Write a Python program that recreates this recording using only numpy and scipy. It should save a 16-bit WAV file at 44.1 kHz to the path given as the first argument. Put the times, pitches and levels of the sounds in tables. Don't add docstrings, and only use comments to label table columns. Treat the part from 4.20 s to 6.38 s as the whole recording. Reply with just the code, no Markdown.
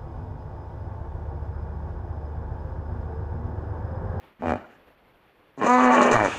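import sys
import numpy as np
from scipy import signal
from scipy.io import wavfile
from scipy.ndimage import uniform_filter1d

SR = 44100
rng = np.random.default_rng(int(sys.argv[2]) if len(sys.argv) > 2 else 0)


def level_to_linear(level):
    exponent = np.asarray(level, float) / 20
    return 10 ** exponent


def wav_record(signal):
    frames = np.transpose(np.atleast_2d(signal))
    bounded = np.clip(frames, -1, 1)
    quanta = np.round(bounded * 32767).astype(np.int16)
    wavfile.write(sys.argv[1], SR, quanta)


N = 96182
T = np.arange(N) / SR


def rms_one(x):
    return x / np.sqrt(np.mean(x ** 2) + 1e-20)


def filtered(x, order, hz, kind="low"):
    return signal.sosfilt(signal.butter(order, hz, kind, fs=SR, output="sos"), x)


def notched(x, hz, width_hz):
    return signal.lfilter(*signal.iirnotch(hz, hz / width_hz, fs=SR), x)


def in_time(rows):
    s, *columns = np.transpose(rows)
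    return [np.interp(T, s, c) for c in columns] + [(T >= s[0]) & (T <= s[-1])]


def at_hz(points, hz):
    point_hz, db = np.transpose(points)
    return np.interp(np.log(hz), np.log(point_hz), db)


def drift(rate_hz):
    r = np.exp(-2 * np.pi * rate_hz / SR)
    wander = signal.lfilter([1], [1, -2 * r, r * r], rng.standard_normal(N + 9000))
    return rms_one(wander[9000:])


def coloured(points, patchy_db):
    out, together = 0, drift(9)
    edges = 22 * 2 ** np.arange(0, 9.6, 1 / 3)
    white = rng.standard_normal((2, N))
    for k, (low, high) in enumerate(zip(edges, edges[1:])):
        hz = np.sqrt(low * high)
        if points[0][0] < hz < points[-1][0]:
            flicker_db = patchy_db * (1.5 * together + drift(16))
            out = out + level_to_linear(at_hz(points, hz) + flicker_db) * filtered(white[k % 2], 2, [low, high], "band")
    return rms_one(out)


def noise_layer(rows, colour, patchy_db):
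    db, gate = in_time(rows)
    return level_to_linear(db) * coloured(colour, patchy_db) * gate


def throat(x, resonances):
    out = 0
    x = filtered(x + 1e-18, 4, 3750)
    for k, (hz, width_hz, db) in enumerate(resonances):
        r, w = np.exp(-np.pi * width_hz / SR), 2 * np.pi * hz / SR
        sign = (-1) ** (k // 2)
        out = out + sign * level_to_linear(db) * signal.lfilter([np.sin(w)], [1, -2 * r * np.cos(w), r * r], x)
    return out


def pulses(rate, gate):
    return np.diff(np.ceil(np.cumsum(rate * gate) / SR), prepend=0)


def ring(s, hz, db, ring_s):
    t = np.maximum(T - s, 0)
    return level_to_linear(db) * np.exp(-t / ring_s) * np.sin(2 * np.pi * hz * t)


def creak(rows, resonances, sign, breath, spread_db, low_hz, spit_db, edge=1):
    brightens = .6
    rate, db, gate = in_time(rows)
    clicks = pulses(rate, gate) * level_to_linear(db + spread_db * drift(53))
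    puffs = signal.lfilter([1], [1, -.994], clicks) * rng.standard_normal(N)
    source = filtered(sign * clicks + breath * puffs, 1, 338, "high")
    bright = source * level_to_linear(brightens * (db + 9))
    voiced = throat(source, resonances[:4]) + edge * throat(bright, resonances[4:])
    spit = filtered((puffs + 3 * clicks) * level_to_linear(brightens * db), 3, [3300, 8200], "band")
    return filtered(voiced, 3, low_hz, "high") + level_to_linear(spit_db) * spit


def tone():
    # t/s, pitch f/Hz, fundamental level/dB, overtones level/dB
    tone_curve = [(1.44, 255, -34, -50), (1.475, 238, -28, -30), (1.5, 247, -23, -21),
                  (1.55, 251, -20.5, -20), (1.585, 250, -19.5, -22), (1.635, 253.3, -17, -22),
                  (1.67, 251, -17, -20), (1.705, 246.5, -18.5, -19.5), (1.73, 251, -19, -25),
                  (1.75, 250, -19.5, -38), (1.8, 247, -20, -40), (1.825, 241, -26, -42),
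                  (1.93, 244, -25, -50), (1.975, 262, -55, -60)]
    # f/Hz, level/dB
    overtones = [(500, 9), (750, 9.5), (1000, 6), (1250, 2.5), (1500, -1.5), (1750, -1), (2250, -4.5),
                 (3200, -30), (4500, -26)]
    # t/s, lift/dB
    mouth_lift = [
        (1.5, 13.5),
        (1.55, 9.5),
        (1.6, 2),
        (1.72, -4.5),
    ]
    # t/s, rate f/Hz, side lines level/dB
    second_curve = [(1.565, 100, -48), (1.595, 100, -30), (1.63, 106, -28), (1.655, 127, -28),
                    (1.69, 116, -36), (1.72, 99, -26), (1.757, 96, -26), (1.772, 146, -27),
                    (1.83, 126, -26), (1.86, 143, -32), (1.93, 130, -36)]
    # f/Hz, level/dB
    side_lines = [(400, 2), (650, 9), (900, 12.5), (1150, 14), (1400, 0.5), (1900, 0.5), (2350, -8.5),
                  (3500, -58)]
    hz, low_db, high_db, gate = in_time(tone_curve)
    second_hz, side_db, beating = in_time(second_curve)
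    lift_db = in_time(mouth_lift)[0]
    phase = 2 * np.pi * np.cumsum(hz * (1 + .002 * drift(30))) / SR
    second = 2 * np.pi * np.cumsum(second_hz * (1 + .07 * drift(12.3))) / SR
    over = 0
    for k in range(2, 19):
        near_mouth = np.exp(-((k * hz - 1090) / 190) ** 2)
        line_db = high_db + at_hz(overtones, k * hz) + lift_db * near_mouth + .8 * drift(40)
        beside_db = side_db + at_hz(side_lines, k * hz - second_hz) + 4 * drift(33)
        angle = k * phase - .12 * k * k
        over = over + level_to_linear(line_db) * np.cos(angle) + beating * level_to_linear(beside_db) * np.cos(angle - second)
    return gate * (1.2 * level_to_linear(low_db) * np.cos(phase) + 0.32 * over)


def growl():
    # t/s, pulse rate f/Hz, level/dB, depth of slow throb/dB
    growl_curve = [(1.385, 200, -52, 0.3), (1.415, 200, -32, 0.3), (1.44, 210, -25, 3.7),
                   (1.47, 220, -21, 2.5), (1.5, 247, -34, -5), (1.57, 250, -35, -5), (1.61, 250, -25, -5),
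                   (1.68, 250, -27, -5), (1.72, 250, -23, -3), (1.78, 245, -18, 0), (1.84, 240, -19, 1),
                   (1.91, 230, -20, 2), (1.945, 173, -19.5, -10), (1.99, 180, -53, -9)]
    # f/Hz, width/Hz, level/dB
    growl_throat = [(436, 195, -11.5), (557, 132, -7), (920, 360, -20.5), (1136, 200, -6),
                    (1847, 317, -6.5), (2316, 63, -20.5), (2817, 380, -12), (4500, 1500, -41.5)]
    rate, db, throb_depth_db, gate = in_time(growl_curve)
    jitter, spread_db = np.exp(.17 * drift(90)), 1.5
    clicks = pulses(rate * jitter, gate) * level_to_linear(spread_db * rng.standard_normal(N))
    puffs = signal.lfilter([1], [1, -.99], clicks) * rng.standard_normal(N)
    source = clicks + 0.165 * puffs
    throb_db = throb_depth_db * (1 + np.cos(2 * np.pi * 53 * (T - 1.916)))
    voiced = throat(source * level_to_linear(throb_db), growl_throat[:2]) - throat(source, growl_throat[2:])
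    level = np.sqrt(uniform_filter1d(voiced ** 2, size=2000) + 1e-5)
    return filtered(voiced / level * level_to_linear(db) * gate, 3, 170, "high")


def bellow_start():
    # t/s, pulse rate f/Hz, level/dB
    onset_pulses = [
        (1.376, 135, -29),
        (1.405, 135, -28),
        (1.412, 108, -15),
        (1.433, 105, -13),
        (1.46, 100, -20),
    ]
    # f/Hz, width/Hz, level/dB
    loose_throat = [(172, 24, 0.5), (261, 42, 1.5), (468, 20, -7.5), (700, 310, 4), (1092, 37, -1),
                    (1710, 750, 7), (2410, 97, -16.5)]
    return creak(onset_pulses, loose_throat, sign=.7, breath=.02, spread_db=.8, low_hz=135, spit_db=-24)


def deep_flaps():
    # t/s, pulse rate f/Hz, level/dB
    flap_pulses = [
        (1.855, 49, -7),
        (1.877, 49, -11),
        (1.897, 54, -8),
        (1.915, 60, -9),
        (1.935, 62, -18),
    ]
    # f/Hz, width/Hz, level/dB
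    flap_throat = [(440, 60, 0), (570, 80, -4)]
    return creak(flap_pulses, flap_throat, sign=0.98, breath=.02, spread_db=-8.5, low_hz=238, spit_db=-25)


def closing_creak():
    # t/s, pulse rate f/Hz, level/dB
    last_pulses = [
        (1.9222, 120, -18),
        (1.9594, 118, -5),
        (1.98, 111, -8),
        (2.0, 106, -7),
        (2.03, 104, -10),
        (2.05, 98, -7),
        (2.07, 90, -9),
        (2.085, 80, -16),
    ]
    # f/Hz, width/Hz, level/dB
    open_throat = [(111, 34, -5), (270, 66, -5), (606, 67, -13.5), (954, 258, 5), (1500, 150, -8),
                   (1790, 220, -2.5), (2335, 88, -9), (2770, 280, -15)]
    # t/s, low f/Hz, low level/dB, high f/Hz, high level/dB
    jaw_path = [
        (1.93, 500, -15, 1130, -26),
        (1.96, 700, -10.5, 1190, -4.5),
        (1.99, 650, -21, 1090, -53),
        (2.01, 625, -12, 1500, -42),
        (2.045, 576, -10, 1620, -37),
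        (2.085, 412, -26, 1630, -27),
    ]
    rate, _, gate = in_time(last_pulses)
    low_hz, low_db, high_hz, high_db, _ = in_time(jaw_path)
    out = creak(last_pulses, open_throat, sign=0.39, breath=.02, spread_db=-1.6, low_hz=79.6, spit_db=-46)
    ring_s = 0.0034
    for i in np.flatnonzero(pulses(rate, gate)):
        out = out + ring(T[i], low_hz[i], low_db[i], ring_s) + ring(T[i], high_hz[i], high_db[i], ring_s / 2)
    return out


def grunt():
    # t/s, pulse rate f/Hz, level/dB
    main_slaps = [
        (.21, 83, -40),
        (.222, 83, -19),
        (.2495, 83, -19),
        (.259, 83, -13.5),
        (.2995, 82, -10),
        (.3195, 70, -10),
        (.3375, 55, -12),
        (.3595, 42, -17),
    ]
    # t/s, pulse rate f/Hz, level/dB
    second_slaps = [
        (.2265, 84, -23),
        (.24, 84, -21),
        (.253, 84, -26),
    ]
    # f/Hz, width/Hz, level/dB
    shut_throat = [(88, 35, 5.5), (218, 37, -1), (618, 28, -5.5), (762, 155, 4.5), (1160, 650, 5),
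                   (1640, 580, -17.5), (2450, 110, -15), (3600, 860, -25)]
    return (creak(main_slaps, shut_throat, sign=-0.43, breath=.012, spread_db=-0.25, low_hz=74, spit_db=-28,
                  edge=-1.1)
            + creak(second_slaps, shut_throat, sign=-0.76, breath=.012, spread_db=1, low_hz=62.5, spit_db=-45))


def snort():
    # t/s, level/dB
    snort_curve = [
        (.185, -78),
        (.2, -52),
        (.25, -50),
        (.3, -41),
        (.352, -58),
        (.358, -36),
        (.385, -44),
        (.47, -51),
        (.58, -66),
    ]
    # f/Hz, level/dB
    snort_colour = [(70, -4), (250, 8.5), (700, -2.5), (1500, 3.5), (2600, 0.5), (4500, -26), (6800, -21),
                    (11000, -53)]
    return noise_layer(snort_curve, snort_colour, 2.4)


def spray():
    # t/s, level/dB
    hiss_curve = [(1.365, -85), (1.385, -56), (1.425, -74), (1.46, -43.5), (1.6, -44), (1.8, -40),
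                  (1.89, -44), (1.96, -49.5), (2.05, -40.5), (2.1, -51.5), (2.18, -59)]
    # f/Hz, level/dB
    hiss_colour = [(3500, 11.5), (5200, -33), (5900, -5.5), (6500, 6.5), (7300, -4.5), (9000, -41),
                   (12000, -51.5), (13500, -85)]
    # t/s, level/dB
    burst_times = [(1.391, -47), (1.414, -53), (1.4321, -35), (1.445, -32), (1.464, -25), (1.494, -22),
                   (1.5344, -26.5), (1.706, -33), (1.7513, -30), (1.8143, -19.5), (1.8284, -20.5),
                   (1.863, -26), (1.9135, -17), (1.93, -19.5), (2.046, -25)]
    shape = 0
    for s, db in burst_times:
        decay = np.exp(-np.maximum(T - s, 0) / 0.013)
        shape = shape + level_to_linear(db - 13) * (T > s) * decay
    bursts = uniform_filter1d(shape, size=60) * coloured(hiss_colour, 0.46)
    return noise_layer(hiss_curve, hiss_colour, 2) + bursts


def hollow(x):
    # f/Hz, width/Hz
    cavities = [(2140, 200), (2660, 160), (3400, 400)]
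    for hz, width_hz in cavities:
        x = .15 * x + .85 * notched(x, hz, width_hz)
    return x


def echo(x):
    t = np.arange(SR) / SR
    fade_s, delay_s = 0.45, 0.0094
    tail = rng.standard_normal(SR) * level_to_linear(-60 * t / fade_s) * np.clip(t / delay_s, 0, 1)
    tail = filtered(tail, 1, [150, 5000], "band")
    return signal.fftconvolve(x, tail / np.sqrt(np.sum(tail ** 2)))[:N]


def splash():
    # t/s, level/dB
    splash_curve = [
        (1.38, -70),
        (1.45, -45),
        (1.9, -39),
        (2.05, -36),
        (2.18, -34.5),
    ]
    # f/Hz, level/dB
    splash_colour = [(35, -36), (60, -3), (825, -8.5), (1590, -5), (1750, -19.5), (2040, -31.5),
                     (2520, -6.5), (4850, -26), (6000, -21), (7800, -22.5), (13200, -120)]
    return noise_layer(splash_curve, splash_colour, 1.5)


def brief_rings():
    # t/s, f/Hz, level/dB
    ring_times = [
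        (0.195, 227, -39.5),
        (0.209, 227, -31.5),
        (.385, 620, -50),
        (.396, 560, -50),
        (0.413, 1310, -45),
        (.417, 655, -41),
        (0.444, 1410, -40),
        (2.096, 1240, -30),
        (2.12, 2490, -28.5),
        (2.146, 765, -30),
    ]
    return sum(ring(s, hz, db, 0.0066) for s, hz, db in ring_times)


def gusts():
    # t/s, level/dB, length/s
    gust_times = [
        (1.665, -45.5, 0.042),
        (1.96, -34, 0.03),
    ]
    out = 0
    for s, db, length_s in gust_times:
        out = out + level_to_linear(db) * np.exp(-((T - s) / length_s) ** 2) * np.sin(2 * np.pi * 25.7 * (T - s))
    return out


def surroundings():
    # t/s, level/dB
    air_curve = [
        (0, -53),
        (.17, -61),
        (.6, -58.5),
        (.8, -60),
        (2.18, -58.5),
    ]
    # f/Hz, level/dB
    air_colour = [(20, 1), (130, -2.5), (500, -0.5), (2400, -9.5), (3500, -17), (7500, -50.5), (11000, -31),
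                  (13500, -26.5), (15600, -36)]
    return noise_layer(air_curve, air_colour, .8)


def scene():
    voice = tone() + growl() + bellow_start() + deep_flaps() + closing_creak() + grunt()
    voice, hiss = filtered([voice, spray()], 8, 12800)
    call = hollow(voice + level_to_linear(-16.5) * echo(voice) + snort())
    hiss = notched(hiss, 5580, 500)
    return (call + hiss + splash() + brief_rings() + gusts() + surroundings())[None]


def roll_off(x):
    return signal.sosfilt(signal.butter(12, 15610, fs=SR, output="sos"), x)


def record(dry):
    top_cut = signal.cheby2(12, 70, 16200, fs=SR, output="sos")
    mix = signal.sosfilt(top_cut, dry)
    return roll_off(mix)


dry = scene()
out = record(dry)
wav_record(out)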